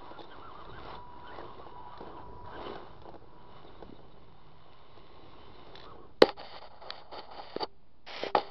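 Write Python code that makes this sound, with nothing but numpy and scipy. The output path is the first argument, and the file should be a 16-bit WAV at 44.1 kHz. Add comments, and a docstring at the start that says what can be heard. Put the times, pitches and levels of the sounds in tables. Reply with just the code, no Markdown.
"""A small electric toy truck crawls over old planks, drops onto a lawn and drives up to a camera.
Its meshing gears whine with the throttle, its speed controller sings under load, its steering servo
chirps and ticks, and its tyres strike the wood and excite the damped modes of the chassis.
Once it has stopped, fingers knock on the camera's housing and rub it with stick-slip friction.
Light air rumbles on the microphone throughout, over the faint hiss of a yard."""
import sys
import numpy as np
from scipy import signal
from scipy.fft import rfft, irfft, next_fast_len
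from scipy.io import wavfile
from scipy.ndimage import map_coordinates

SR = 44100
rng = np.random.default_rng(int(sys.argv[2]) if len(sys.argv) > 2 else 0)


def wav_record(signal):
    """Record a signal, one row per channel, as 16-bit PCM in the file named by sys.argv[1]."""
    frames = np.transpose(np.atleast_2d(signal))
    bounded = np.clip(frames, -1, 1)
    # unit amplitude maps onto the largest positive 16-bit level
    quanta = np.round(bounded * 32767).astype(np.int16)
    wavfile.write(sys.argv[1], SR, quanta)


N = 374906

# strength of the air on the microphone: (time [s], level [dB])
AIR_LEVELS = [(0, -63), (.8, -55), (1.9, -57.5), (2.45, -51.5), (3.3, -58.5), (3.9, -56.5), (4.8, -66.5),
              (5.4, -57), (6.1, -61.5), (6.4, -66), (8.5, -69.5)]
# spectra of that air and of the quiet yard: (frequency [Hz], relative density [dB])
AIR_SPECTRUM = [(20, 1), (35, 1), (90, 0), (160, -4), (230, -11), (400, -36)]
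YARD_SPECTRUM = [(25, 0), (120, -3), (200, -6.5), (380, -11), (480, -13.5), (900, -14), (1600, -27.5),
                 (4900, -29.5), (5800, -56.5)]

# finger slides: (start [s], length [s], drag [dB], scratch [dB], swell over the stroke [dB])
STROKES = [(6.217, .1, -29, -37, -15.5), (6.364, 0.044, -51, -58, 9.5), (6.418, 0.17, -52.5, -54.5, 3.5),
           (6.609, 0.071, -47, -55, -5.5), (6.696, 0.117, -54.5, -66.5, -3.5),
           (6.809, 0.1, -48.5, -59.5, 1.5), (6.912, 0.093, -50.5, -56, 0.5), (7.007, 0.14, -53.5, -68, -6),
           (7.113, .08, -49, -55, 6), (7.191, 0.12, -47, -59, -8.5), (7.306, 0.096, -51, -60, 9.5),
           (7.41, 0.179, -50.5, -54, -1.5), (7.594, 0.043, -36.5, -51.5, 7), (8.063, .21, -49.5, -47, 5),
           (8.268, .038, -47, -54, -4.5), (8.347, .072, -28.5, -39, -11), (8.423, 0.091, -49, -54.5, -3.5)]
# friction spectra of skin on the housing: (frequency [Hz], relative density [dB])
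LIGHT_DRAG_SPECTRUM = [(200, -16), (330, -12), (500, -1.5), (640, 2), (710, 0.5), (830, 3.5), (1060, -5),
                       (1280, -5), (1500, -13.5), (1900, -43), (2600, -48)]
FIRM_DRAG_SPECTRUM = [(120, -20.5), (250, -10), (390, 3.5), (590, -11), (690, -10.5), (810, 5.5),
                      (1000, -16.5), (1280, -13.5), (1600, -32.5)]
FINGERTIP_SPECTRUM = [(1200, -25), (1700, -9), (1890, 0), (2100, -3), (2250, -4.5), (2600, -10.5),
                      (2850, -5.5), (3020, 1), (3350, -8), (3680, 0), (4000, -11.5), (4400, 2), (4800, -2),
                      (5200, -17.5), (6000, -20.5)]
PALM_SPECTRUM = [(880, -27), (1500, -10), (1950, -1.5), (2380, -1.5), (2660, -6), (3130, 0), (3390, -5.5),
                 (5050, -8), (5600, -6), (5970, -15), (7760, -55.5), (13100, -120)]
# envelope of a fingertip's slip: (time [s], level [dB])
SQUEAK_LEVELS = [(7.59, -100), (7.598, -63), (7.609, -46), (7.618, -63), (7.634, -32.5), (7.639, -37.5),
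                 (7.646, -100)]
# modes that the slip excites: (frequency [Hz], relative level [dB])
SQUEAK_MODES = [(3020, -10.5), (3870, -8.5), (4620, 2.5)]
# finger knocks: (time [s], thud level [dB], thud pitch [Hz], click peak [dB], click centre [Hz])
KNOCKS = [(6.2189, -21, 700, -19, 3500), (6.221, -8, 786, -4, 2250), (6.2224, 1, 452, -11, 1510),
          (6.2328, -18, 694, -24.5, 3800), (6.236, -11.5, 465, -27, 3000), (6.291, -47, 700, -21, 3590),
          (6.414, -32.5, 690, -31.5, 2500), (6.905, -47, 760, -17.5, 3840), (7.5532, -53, 704, -42.5, 3400),
          (7.5637, -20.5, 410, -29.5, 1202), (8.164, -54.5, 608, -27.5, 3155),
          (8.2349, -19.5, 507, -33.5, 1510), (8.2663, -23.5, 500, -36, 2770),
          (8.3494, -14.5, 950, -38.5, 1600), (8.3516, -7.5, 787, -16, 1690), (8.3671, -15, 570, -44, 2500),
          (8.382, -50, 557, -24, 3470)]
# modes of the camera's housing: (frequency [Hz], relative level [dB], t60 [s])
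HOUSING_MODES = [(1270, 0.5, 0.016), (1836, 0.5, 0.011), (2460, -2.5, 0.0088), (3020, -5.5, 0.013),
                 (3464, -1, 0.0065), (3840, -5, 0.011), (4350, 1.5, 0.0058), (4430, -3.5, 0.0084)]
# the camera's mount is set swinging: (time [s], starting level [dB])
MOUNT_HUMS = [(6.224, -46.5), (7.6, -53), (8.238, -43), (8.353, -42)]

# landings on planks and turf: (time [s], thud peak [dB], rattle relative to thud [dB])
BUMPS = [(0.111, -36.5, -11), (.190, -35, -9), (0.206, -35.5, -8.5), (.24, -43, -2), (.85, -38.5, -2.5),
         (1.384, -33, -6.5), (1.426, -41, -21), (1.595, -38.5, -15.5), (1.665, -35, -19),
         (2.007, -33.5, -9.5), (2.03, -37, -19), (2.07, -38, -10), (2.613, -32, -11), (2.67, -39, -19),
         (2.755, -34.5, -4.5), (2.87, -52, -2.5), (3.017, -46.5, 3), (3.054, -38, -26), (3.088, -37, -12),
         (3.140, -37, -12), (3.155, -37, -16), (3.24, -46.5, -17.5), (3.49, -47, -14), (3.647, -41.5, -9),
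         (3.824, -33.5, -13.5), (3.989, -43, -14), (4.974, -42.5, -4), (5.669, -47, -4),
         (5.955, -42.5, -18)]
# the tyres drop onto turf: (time [s], level [dB], pitch [Hz])
TURF_DROPS = [(3.865, -46, 170), (3.893, -39.5, 240), (3.925, -37.5, 288), (4.139, -52, 140)]
# modes of the truck's parts: (frequency [Hz], relative level [dB], t60 [s])
CHASSIS_MODES = [(169, -10, 0.096), (344, 1.5, 0.064), (450, 2.5, 0.053), (544, -3.5, 0.094),
                 (673, 0.5, 0.04), (835, 3, 0.036), (1060, -14, 0.02), (1486, -6, 0.02)]
SERVO_CASE_MODES = [(1760, 3.5, 0.011), (3460, 5, 0.013), (3620, -8.5, 0.033), (3945, -3, 0.034),
                    (4310, 0, 0.016)]
# ticks of the steering servo: (time [s], peak [dB])
SERVO_TICKS = [(.217, -41.5), (0.651, -43.5), (0.953, -42), (1.975, -40.5), (2.459, -49), (5.754, -32.5),
               (5.777, -39), (5.798, -36.5), (5.813, -42.5), (5.829, -44), (5.839, -42.5), (5.852, -45)]
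# swings of the servo: (time [s], starting pitch [Hz], level [dB])
SERVO_SWINGS = [(.175, 3750, -55.5), (.215, 3840, -58), (.296, 3310, -58), (.68, 3980, -60),
                (0.869, 5500, -66), (1.256, 3210, -56.5), (2.55, 3130, -59), (2.645, 3140, -50),
                (3.655, 3800, -61), (3.74, 3900, -71), (3.94, 3960, -66), (4.095, 4000, -70),
                (5.53, 4200, -64)]
# the motor strains at low throttle: (start [s], length [s], tone [dB], drop in tooth hiss [dB])
CRAWLS = [(0, 0.1, -54.5, 0), (0.963, .27, -52, 4), (1.227, .3, -58.5, 1), (1.711, 0.17, -50.5, 4.5),
          (1.902, 0.29, -56.5, 2), (2.227, .2, -54, 10.5), (2.436, 0.17, -55, -2.5), (3.264, 0.29, -63, 1)]
# the truck's effort and nearness: (time [s], gearbox [dB], tooth hiss [dB], tyres [dB])
DRIVE_LEVELS = [(0, -54.5, -65.5, -57), (.68, -55, -66.5, -57), (.94, -48, -58, -52), (1.06, -57, -70, -62),
                (1.42, -47.5, -59.5, -52), (1.56, -57.5, -66.5, -52.5), (1.93, -52, -65.5, -63.5),
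                (2.04, -50, -64, -51), (2.45, -53.5, -73, -58.5), (2.68, -45, -54, -42.5),
                (2.93, -58, -71.5, -60.5), (3.22, -62.5, -76.5, -63), (3.57, -56, -65.5, -60),
                (4.1, -63.5, -72, -59), (4.7, -61.5, -69, -69.5), (5, -61, -65, -60.5),
                (5.8, -58, -64, -54.5), (6.05, -62.5, -78.5, -56), (6.19, -74, -80, -70)]
# spectra of the running gear: (frequency [Hz], relative density [dB])
GEARBOX_SPECTRUM = [(350, -32), (600, 2), (686, 0), (911, 4), (1070, 5), (1170, -1), (1500, -6),
                    (1740, -13.5), (2010, -25), (2400, -26.5), (3120, -56), (5280, -120)]
TOOTH_SPECTRUM = [(1500, -22.5), (2000, -3.5), (2400, -8.5), (2750, -7.5), (2980, -2), (3250, -11.5),
                  (3550, -1.5), (3950, -6.5), (4300, -8.5), (4900, -16), (5500, -12.5), (6100, -42)]
TYRE_SPECTRUM = [(110, -30.5), (180, -13), (269, -6.5), (317, -0.5), (403, 1), (488, -4), (690, -12.5),
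                 (750, -5.5), (980, -36.5), (1650, -120)]
# resonances of the drivetrain: (frequency [Hz], relative level [dB])
DRIVE_RESONANCES = [(2050, -10), (3010, -2), (3850, -6)]
# throttle blips: (time of top [s], run-up [s], run-down [s], top pitch [Hz], last pitch [Hz],
# level before the gear cover [dB])
REVS = [(.035, .035, 0.053, 1240, 980, -62.5), (.14, .045, 0.046, 1416, 1300, -59.5),
        (.318, .015, 0.043, 1580, 1080, -55), (.445, .03, 0.094, 1370, 764, -49.5),
        (.585, .05, 0.049, 1250, 1000, -53), (.69, .04, 0.036, 1240, 1140, -58),
        (.765, .045, 0.045, 1560, 1040, -55), (.85, .04, 0.042, 1420, 1100, -56),
        (.935, .05, .04, 1970, 1100, -62.5), (1.278, .04, .04, 1504, 1380, -53),
        (1.365, .06, 0.063, 2035, 1400, -56.5), (1.48, .05, 0.082, 1080, 1050, -53),
        (1.62, .05, 0.097, 1130, 790, -55.5), (1.82, .07, 0.066, 904, 804, -55),
        (1.95, .06, 0.049, 1199, 1105, -57.5), (2.13, .015, 0.078, 1101, 757, -52),
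        (2.555, .055, .02, 1540, 1500, -52), (2.74, .06, .05, 1530, 1350, -59),
        (3.06, .02, .1, 1000, 696, -59.5), (5, .7, 0.69, 1079, 1050, -70),
        (5.885, .04, 0.053, 1264, 935, -54.5), (6.01, .04, 0.074, 1110, 996, -61)]

REGRIP_START_S, REGRIP_END_S = 8.0, 8.33  # the hand closes on the housing
CRAWL_ATTACK_S, CRAWL_T60_S = 0.011, 0.18
SWITCH_HZ, LUG_HZ, MOUNT_HZ = 977, 155, 397
STOP_S = 6.19  # the truck comes to rest
REV_SAG, BRAKE_DB = .2, 1.5  # a blip starts this share below its top pitch; slowing gears are louder
COVER_HZ = 1750  # the gear cover muffles revs above this pitch


def amp(db):
    """Amplitude ratio of a level in decibels."""
    return 10 ** (np.asarray(db) / 20)


def unit(x):
    """Normalisation to rms 1."""
    return x / np.sqrt(np.mean(x ** 2) + 1e-20)


def curves(rows):
    """Linear interpolation of each column after the time, one value a sample."""
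    times, *columns = np.transpose(rows)
    return [np.interp(np.arange(N) / SR, times, column) for column in columns]


def wobble(rate, size=N):
    """Random modulation: a smooth curve with rate knots a second."""
    return map_coordinates(rng.standard_normal(int(N * rate / SR) + 4), [np.arange(size) * rate / SR])


def gate(start, length, attack, t60):
    """An envelope with a linear rise, a hold and an exponential decay."""
    t = np.arange(N) / SR - start
    return np.clip(t / attack, 0, 1) * amp(-60 * np.clip((t - length) / t60, 0, 2))


def filtered(x, response):
    """Linear filtering: the spectrum of x times a frequency response."""
    size = next_fast_len(N + SR // 2)
    return irfft(rfft(x, size) * response(np.fft.rfftfreq(size, 1 / SR)), size)[:N]


def coloured(x, spectrum):
    """Spectral shaping of x by (frequency [Hz], level [dB]) points, at rms 1."""
    points_hz, db = np.transpose(spectrum)
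    return unit(filtered(x, lambda hz: amp(np.interp(np.log(hz + 1), np.log(points_hz + 1), db))))


def grains(rate, spread_db, bed_db):
    """Shot noise: tiny random impacts of uneven size on a bed of white noise."""
    hits = (rng.random(N) < rate / SR) * rng.standard_normal(N)
    hits *= amp(spread_db * np.clip(rng.standard_normal(N), -2, 2))
    return unit(unit(hits) + amp(bed_db) * rng.standard_normal(N))


def ring(modes, attack, crack_db, crack_t60):
    """Free vibration after a blow: damped modes and a dying crack of noise, at peak 1."""
    t = np.arange(SR // 5) / SR
    tones = sum(amp(db + rng.normal(0, 2) - 60 * t / t60) * np.sin(2 * np.pi * (hz * t + rng.random()))
                for hz, db, t60 in modes)
    crack = amp(crack_db - 60 * t / crack_t60) * rng.standard_normal(len(t))
    blow = (tones + crack) * (1 - np.exp(-t / attack))
    return blow / np.abs(blow).max()


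def thud(hz):
    """Heavy damping: a soft push swells within its first cycle and is gone after a few."""
    cycles = hz * np.arange(SR // 10) / SR
    rise = cycles / 0.7
    return -(rise * np.exp(1 - rise)) ** 2 * np.sin(2 * np.pi * cycles)


def add(track, start, sound):
    """Superposition of a sound on a track, from start in seconds."""
    part = track[round(start * SR):][:len(sound)]
    part += sound[:len(part)]


def yard():
    """Pressure fluctuations of light air rumble on the microphone over a faint outdoor hiss."""
    air_gain = amp(curves(AIR_LEVELS)[0] + 1.3 * wobble(8.6))
    rumble = air_gain * coloured(rng.standard_normal(N), AIR_SPECTRUM)
    return rumble + amp(-64.5) * coloured(rng.standard_normal(N), YARD_SPECTRUM)


def rubbing():
    """Stick-slip friction: skin catches densely on the housing; a firm press drags lower."""
    t = np.arange(N) / SR
    drag_gain, scratch_gain = np.zeros((2, N))
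    for start, length, drag_db, scratch_db, swell_db in STROKES:
        swell = amp(swell_db * np.clip((t - start) / length, 0, 1))
        stroke = gate(start, length, attack=0.012, t60=0.061) * swell
        drag_gain += amp(drag_db) * stroke
        scratch_gain += amp(scratch_db) * stroke
    slips = grains(rate=1400, spread_db=2, bed_db=2)
    firm_share = drag_gain ** 2 / (drag_gain ** 2 + amp(-38) ** 2)
    drag = np.sqrt(1 - firm_share) * coloured(slips, LIGHT_DRAG_SPECTRUM)
    drag += np.sqrt(firm_share) * coloured(rng.standard_normal(N), FIRM_DRAG_SPECTRUM)
    regrip = (t > REGRIP_START_S) & (t < REGRIP_END_S)
    scratch = np.where(regrip, coloured(slips, PALM_SPECTRUM), coloured(slips, FINGERTIP_SPECTRUM))
    return drag_gain * amp(1.8 * wobble(50)) * drag + scratch_gain * amp(1.203 * wobble(70)) * scratch


def squeak():
    """Frictional excitation: a fast slip makes the housing's upper modes sing in rough bursts."""
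    t = np.arange(N) / SR
    modes = sum(amp(db) * np.sin(2 * np.pi * hz * t + 0.88 * wobble(500)) for hz, db in SQUEAK_MODES)
    return amp(curves(SQUEAK_LEVELS)[0] + 3.8 * wobble(300)) * unit(modes)


def knocks():
    """Impulse response: a finger makes the housing thud and click; at times the mount hums on."""
    out, t = np.zeros(N), np.arange(SR // 2) / SR
    for start, thud_db, thud_hz, click_db, click_hz in KNOCKS:
        # where and how hard the finger lands decides which modes speak most
        modes = [(hz, db - 6 * abs(np.log2(hz / click_hz)), t60) for hz, db, t60 in HOUSING_MODES]
        add(out, start, amp(thud_db) * thud(thud_hz))
        add(out, start, amp(click_db) * ring(modes, attack=0.000071, crack_db=-13, crack_t60=0.016))
    for start, db in MOUNT_HUMS:
        add(out, start, amp(db - 60 * t / .6) * np.sin(2 * np.pi * MOUNT_HZ * (start + t)))
    return out


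def lugs():
    """Periodic impacts: at speed the tread lugs strike the lawn and fuse into a low, rough hum."""
    phase = 2 * np.pi * LUG_HZ * np.arange(N) / SR + 0.69 * wobble(32)
    return amp(-65) * gate(start=4.15, length=0.48, attack=0.11, t60=0.46) * unit(np.sin(phase))


def bumps():
    """Impact excitation: soft tyres thud the chassis, loose plastic rattles, the servo ticks."""
    out = np.zeros(N)
    for start, db, rattle_db in BUMPS:
        chassis = ring(CHASSIS_MODES, attack=0.00085, crack_db=-26.5, crack_t60=.033)
        rattle = ring(SERVO_CASE_MODES, attack=0.0011, crack_db=8, crack_t60=.032)
        add(out, start, amp(db) * (chassis + amp(rattle_db) * rattle))
    for start, db, hz in TURF_DROPS:
        add(out, start, amp(db) * thud(hz))
    for start, db in SERVO_TICKS:
        add(out, start, amp(db) * ring(SERVO_CASE_MODES, attack=.0008, crack_db=1.5, crack_t60=.035))
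    return out


def steering():
    """Pitch follows rotation speed: the servo runs down in each swing with a raspy falling chirp."""
    out, t = np.zeros(N), np.arange(SR // 20) / SR
    for start, hz, db in SERVO_SWINGS:
        phase = 2 * np.pi * np.cumsum(hz * (1 - 1.79 * t)) / SR + 0.73 * wobble(600, size=len(t))
        add(out, start, amp(db) * np.hanning(len(t)) * unit(np.sin(phase)))
    return out


def controller():
    """Periodic switching: the speed controller sings at one pitch while the motor strains."""
    level = sum(amp(db) * gate(start, length, CRAWL_ATTACK_S, CRAWL_T60_S)
                for start, length, db, _ in CRAWLS)
    phase = 2 * np.pi * SWITCH_HZ * np.arange(N) / SR + .25 * wobble(56)
    tone = unit(np.sin(phase) + amp(-36) * np.sin(2 * phase) + amp(-34) * np.sin(3 * phase))
    return level * amp(1.6 * wobble(30)) * tone


def drivetrain():
    """Forced vibration: ticking teeth drive the gearbox's resonances as the tread patters along."""
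    box_db, teeth_db, tyre_db = curves(DRIVE_LEVELS)
    drop_db = sum(db * gate(start, length, CRAWL_ATTACK_S, CRAWL_T60_S)
                  for start, length, _, db in CRAWLS)
    load_db = 1.1 * wobble(14)
    teeth_gain = amp(teeth_db - drop_db + load_db)
    box_gain = amp(box_db - 0.57 * drop_db + load_db)  # the gearbox takes only part of a crawl's drop
    box = coloured(grains(rate=900, spread_db=2.5, bed_db=0), GEARBOX_SPECTRUM)
    teeth = coloured(grains(rate=620, spread_db=8.5, bed_db=5), TOOTH_SPECTRUM)
    singing = 0
    for hz, db in DRIVE_RESONANCES:  # each wavers and flares
        phase = 2 * np.pi * np.cumsum(hz * (1 + .026 * wobble(12))) / SR + .9 * wobble(300)
        singing += amp(db + 4 * wobble(22)) * np.sin(phase)
    tread_gain = amp(tyre_db + 1.7 * wobble(18))
    tread = coloured(grains(rate=320, spread_db=8.5, bed_db=4), TYRE_SPECTRUM)
    gears = box_gain * box + teeth_gain * (teeth + amp(-8) * unit(singing))
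    rolling = np.arange(N) < STOP_S * SR
    return rolling * (gears + tread_gain * tread)


def gear_whine():
    """Gear-mesh tone: with each throttle blip the tooth rate glides up, then falls ever faster."""
    out = np.zeros(N)
    for top_s, up, down, top_hz, last_hz, db in REVS:
        size = round((up + down) * SR)
        t = np.arange(size) / SR - up
        progress = np.where(t < 0, t / up, t / down)  # from -1 through the top to 1
        hz = top_hz - progress ** 2 * np.where(t < 0, REV_SAG * top_hz, top_hz - last_hz)
        wavering_hz = hz * (1 + .019 * wobble(170, size))
        phase = 2 * np.pi * np.cumsum(wavering_hz) / SR + .52 * wobble(450, size)
        fundamental = unit(np.sin(phase)) / np.sqrt(1 + (hz / COVER_HZ) ** 8)
        # overtones only speak where they cross the gearbox's resonance
        overtones = sum(np.sin(k * phase) / (1 + ((k * hz - 3050) / 220) ** 2) for k in (2, 3))
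        level = amp(db + BRAKE_DB * progress + 2.6 * wobble(110, size)) * signal.windows.tukey(size, .25)
        add(out, max(top_s - up, 0), level * (fundamental + amp(-12) * overtones))
    return out


def scene():
    """Superposition of the truck, the fingers and the yard in one channel."""
    truck = gear_whine() + controller() + steering() + drivetrain() + lugs() + bumps()
    return (truck + knocks() + rubbing() + squeak() + yard())[None]


def record(dry):
    """Saturation: the hardest knock overloads the narrow-band microphone and spits treble."""
    narrow = filtered(dry[0], lambda hz: 1 / np.sqrt(1 + (hz / 5300) ** 32) * (hz < 6126))
    saturated = narrow / (1 + np.abs(narrow / .72) ** 14) ** (1 / 14)
    smoothed = filtered(saturated, lambda hz: 1 / np.sqrt(1 + (hz / 12500) ** 12) * (hz < 15800))
    return smoothed[None] + .0048  # the microphone's slight offset


dry = scene()
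out = record(dry)
wav_record(out)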